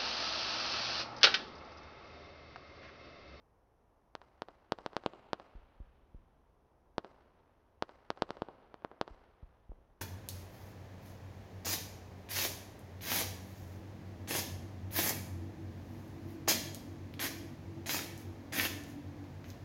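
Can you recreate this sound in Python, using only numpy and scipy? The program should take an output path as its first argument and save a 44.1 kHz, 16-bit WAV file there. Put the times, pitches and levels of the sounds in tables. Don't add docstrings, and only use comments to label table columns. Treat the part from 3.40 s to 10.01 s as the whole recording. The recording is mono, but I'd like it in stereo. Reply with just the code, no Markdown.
import sys
import numpy as np
from scipy import signal
from scipy.fft import rfft, irfft, next_fast_len
from scipy.io import wavfile

SR = 44100
rng = np.random.default_rng(int(sys.argv[2]) if len(sys.argv) > 2 else 0)


def pcm_store(signal):
    levels = np.round(np.clip(np.atleast_2d(signal), -1, 1) * 32767)
    wavfile.write(sys.argv[1], SR, levels.astype(np.int16).T)


N = 291501

# start_s, level_db, length_ms,
# ground_gain, air_cutoff_hz, wall_delay_ms
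NEAR_SHELLS = [ (0.7523, -18.5, 0.2, 0.56, 3940, 64), (1.0203, -16.5, .26, 0.62, 3920, 65.1),
               (1.3216, -9.5, 0.31, 0.65, 4350, 65.2), (1.4625, -14.5, 0.27, 0.6, 3950, 69.7),
               (1.5666, -11.5, 0.28, 0.55, 4300, 70.6), (1.6620, -12.5, 0.35, 1.3, 3920, 73),
               (1.9322, -10, .27, 0.64, 4000, 66.5), (3.5818, -12, 0.36, 0.63, 4000, 64.5),
               (4.4241, -10, .27, 0.58, 3990, 69), (4.7038, -11, 0.26, 0.56, 4070, 70.5),
               (4.8218, -8, 0.32, 0.72, 4200, 70.3), (4.9060, -18, 0.35, 0.55, 4040, 63.4),
               (5.0205, -16, .42, 0.93, 2840, 65.5), (5.3425, -27.5, 0.29, 0.52, 3130, 79),
               (5.4478, -16, .31, 0.48, 2500, 67), (5.6132, -10.5, 0.31, 0.65, 4110, 65),
               (6.3180, -29, 0.32, 0.34, 910, 70), ]
# delay_ms, gain_db
NEAR_REFLECTIONS = [(.88, -25), (2.1, -35), (3.0, -23), (9.6, -23), (11.1, -33.5), (24.5, -42)]
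# start_s, level_db, length_ms, air_cutoff_hz, knock_db
FAR_SHELLS = [ (2.1491, -26, 4.7, 72, -39.5), (2.399, -22.5, 3.5, 85.6, -38),
              (2.743, -31.5, 7.5, 105, -37.5), (5.7032, -21.5, 2.26, 61.8, -46),
              (6.0261, -26, 2.9, 103.5, -41.5), (6.291, -18.5, 3.1, 64, -40), ]
# centre_hz, gain_db, t60_s
SCATTER_BANDS = [(60, -19, 2.9), (198, -18.5, 2.1), (410, -19, 2.32), (1060, -17.5, 2.2),
                 (1660, -16.5, 3.6), (2220, -12.5, 3.2), (3470, -23.5, 4.6), (5700, -19.5, 1.2),
                 (7800, -12.5, 0.84), (12700, -16.5, .9)]
# frequency_hz, relative_density_db
NIGHT_SPECTRUM = [(15, -20.5), (40, -11), (70, -10.5), (110, -18), (170, -22.5), (280, -22), (420, -20.5),
                  (1000, -25), (1400, -34), (2500, -44), (4500, -56), (5800, -56.5), (7500, -65),
                  (11000, -55.5), (14000, -62)]
# frequency_hz, left_minus_right_db
NIGHT_PAN = [(60, 5), (220, 7.5), (440, 2), (900, -0.5), (6000, -1)]
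# frequency_hz, correlation
NIGHT_CORRELATION = [(60, 0.95), (150, 0.93), (380, 0.47), (960, 0.98), (2400, 0.3), (6000, 0.71),
                     (11000, 0.46)]
# centre_hz, quality_factor, gain_db
TREBLE_PEAKS = [(6050, 2.46, 0), (10200, 1.2, -5.5)]

SHELL_PAN_DB, TAIL_PAN_DB = 5.9, 7
USUAL_BLAST_DB, USUAL_WALL_MS = -13, 66
TIME = np.arange(N) / SR
FFT_SIZE = next_fast_len(N)
FREQS = np.arange(FFT_SIZE // 2 + 1) * SR / FFT_SIZE


def near_shells():
    direct, wall, scattered = np.zeros((3, N))
    for start_s, level_db, length_ms, ground_gain, air_hz, wall_ms in NEAR_SHELLS:
        ground_ms = 0.18 + 0.063 * ground_gain
        crack = from_db(level_db) * blast(length_ms, air_hz, ground_ms, ground_gain, settling=1.855)
        slap = wall_echo(crack, roughness_db=-4.5, recess_db=-12)
        excess_db = level_db - USUAL_BLAST_DB
        tail_db = 0.4 - 0.48 * excess_db
        add(direct, start_s, crack)
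        add(wall, start_s + wall_ms / 1000, from_db(wall_gain_db(excess_db, wall_ms)) * slap)
        add(scattered, start_s, from_db(tail_db) * crack)
    near = rough_surface(start_s=0.001, decay_s=0.013, level_db=-19)
    for delay_ms, gain_db in NEAR_REFLECTIONS:
        add(near, delay_ms / 1000, from_db([gain_db]))
    glancing = rough_surface(start_s=0.0011, decay_s=0.013, level_db=-20.5) * [[1], [-1]]
    early = direct + convolve(low_pass(direct, 2400, order=1), near + glancing) + wall
    tail = surroundings(scattered, onset_s=0.054, early_db=-6, correlation=0.35,
                        flutter_db=4, close_gain=0.36, tree_gain=0.62)
    return pan(SHELL_PAN_DB) * early + pan(TAIL_PAN_DB) * tail


def blast(length_ms, air_hz, ground_ms=0, ground_gain=0, settling=2, air_damping=1.627, size=8192):
    hz = np.arange(size // 2 + 1) * SR / size
    s = 2j * np.pi * hz
    fall_per_s = 1000 / length_ms
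    wave = -SR * s / (s * s + settling * fall_per_s * s + fall_per_s ** 2)
    s_air = 1j * hz / air_hz
    absorption = 1 / (1 + air_damping * s_air + s_air ** 2) ** 2
    bounce = ground_gain * np.exp(-s * ground_ms / 1000) / (1 + (hz / 9000) ** 2)
    return irfft(wave * absorption * (1 + bounce), size)[:size // 2]


def wall_echo(crack, roughness_db, recess_db):
    facade = low_pass(rough_surface(start_s=0.00064, decay_s=0.014, level_db=roughness_db), 1800)
    add(facade, 0, np.ones(1))
    add(facade, 0.0053, from_db([recess_db]))
    thinned = high_pass(low_pass(crack, 3000, order=1), 290, order=1)
    return signal.fftconvolve(thinned, facade)


def wall_gain_db(excess_db, delay_ms):
    gain_db = -15.5 - 0.85 * excess_db - 0.76 * (delay_ms - USUAL_WALL_MS)
    return min(gain_db, -12.5)


def rough_surface(start_s, decay_s, level_db):
    t = TIME[:SR // 5]
    spray = rng.standard_normal(len(t)) * (t > start_s) * np.exp(-t / decay_s)
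    return from_db(level_db) * spray / np.linalg.norm(spray)


def surroundings(sound, onset_s, early_db, correlation, flutter_db, close_gain, tree_gain):
    noise, response = stereo_noise(correlation), 0
    log_centres = np.log([row[0] for row in SCATTER_BANDS])
    for weights, (_, gain_db, t60_s) in zip(np.eye(len(SCATTER_BANDS)), SCATTER_BANDS):
        band = to_time(noise * np.interp(np.log(FREQS + 1), log_centres, weights))
        decay_per_s = np.log(1000) / t60_s
        envelope = np.exp(-decay_per_s * TIME) * np.sqrt(2 * decay_per_s / SR)
        response = response + from_db(gain_db) * band * envelope
    close = close_gain * np.exp(-TIME / 0.08)
    trees = tree_gain * np.exp(-((TIME - 0.23) / 0.06) ** 2)
    swell = np.where(TIME < onset_s, from_db(early_db), 1 + close + trees)
    flutter = random_gain(flutter_db, per_s=300)
    return convolve(sound, response * swell * flutter)


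def far_shells(bass_cut_hz, rumble_db, rumble_cut_hz):
    thuds = np.zeros(N)
    for start_s, level_db, length_ms, air_hz, knock_db in FAR_SHELLS:
        add(thuds, start_s, from_db(level_db) * blast(length_ms, air_hz))
        add(thuds, start_s + 0.0035, from_db(knock_db) * blast(length_ms=1.26, air_hz=660))
    thuds = high_pass(high_pass(thuds, bass_cut_hz), bass_cut_hz)
    rumble = surroundings(high_pass(thuds, rumble_cut_hz), onset_s=0.082, early_db=-2, correlation=0.9,
                          flutter_db=1.5, close_gain=0.1, tree_gain=0.2)
    return pan(SHELL_PAN_DB) * (thuds + from_db(rumble_db) * rumble)


def night_air(level_db, swell_db):
    colour = from_db(at_hz(NIGHT_SPECTRUM, FREQS)) * (FREQS > 12)
    spectrum = stereo_noise(at_hz(NIGHT_CORRELATION, FREQS)) * colour * pan(at_hz(NIGHT_PAN, FREQS))
    bass = to_time(spectrum / (1 + (FREQS / 110) ** 2))
    air = to_time(spectrum) + bass * (random_gain(swell_db, per_s=18) - 1)
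    return from_db(level_db) * air / np.std(air.mean(axis=0))


def random_gain(depth_db, per_s):
    steps = np.clip(rng.standard_normal(N), -2, 2)
    gain = from_db(depth_db * np.interp(TIME * per_s, np.arange(N), steps))
    return gain / np.sqrt(np.mean(gain ** 2))


def stereo_noise(correlation):
    mid, side = rfft(rng.standard_normal((2, FFT_SIZE)))
    return (np.sqrt(1 + correlation) * mid + np.sqrt(1 - correlation) * side * [[1], [-1]]) / np.sqrt(2)


def pan(db):
    ratio = from_db(db)
    return np.vstack([ratio, np.ones_like(ratio)]) * 2 / (1 + ratio)


def add(track, start_s, sound):
    start = int(round(start_s * SR))
    track[start:start + len(sound)] += sound[:N - start]


def convolve(x, response):
    return signal.fftconvolve(np.atleast_2d(x), np.atleast_2d(response), axes=1)[:, :N]


def low_pass(x, hz, order=2):
    return signal.sosfilt(signal.butter(order, hz, fs=SR, output="sos"), x + 1e-18)


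def high_pass(x, hz, order=2):
    return signal.sosfilt(signal.butter(order, hz, "high", fs=SR, output="sos"), x + 1e-18)


def to_time(spectrum):
    return irfft(spectrum, FFT_SIZE)[..., :N]


def at_hz(points, hz):
    points_hz, values = np.array(points).T
    return np.interp(np.log(hz + 1e-9), np.log(points_hz), values)


def from_db(db):
    return 10 ** (np.asarray(db) / 20)


def scene():
    cracks = near_shells()
    thuds = far_shells(bass_cut_hz=20.4, rumble_db=11.5, rumble_cut_hz=39)
    return cracks + thuds + night_air(level_db=-69.5, swell_db=1.5)


def record(dry):
    lift = sum(from_db(gain_db) * signal.lfilter(*signal.iirpeak(hz, q, fs=SR), dry)
               for hz, q, gain_db in TREBLE_PEAKS)
    top_cut = signal.ellip(10, 0.1, 80, 16400, fs=SR, output="sos")
    return signal.sosfilt(top_cut, dry + lift)


dry = scene()
out = record(dry)
pcm_store(out)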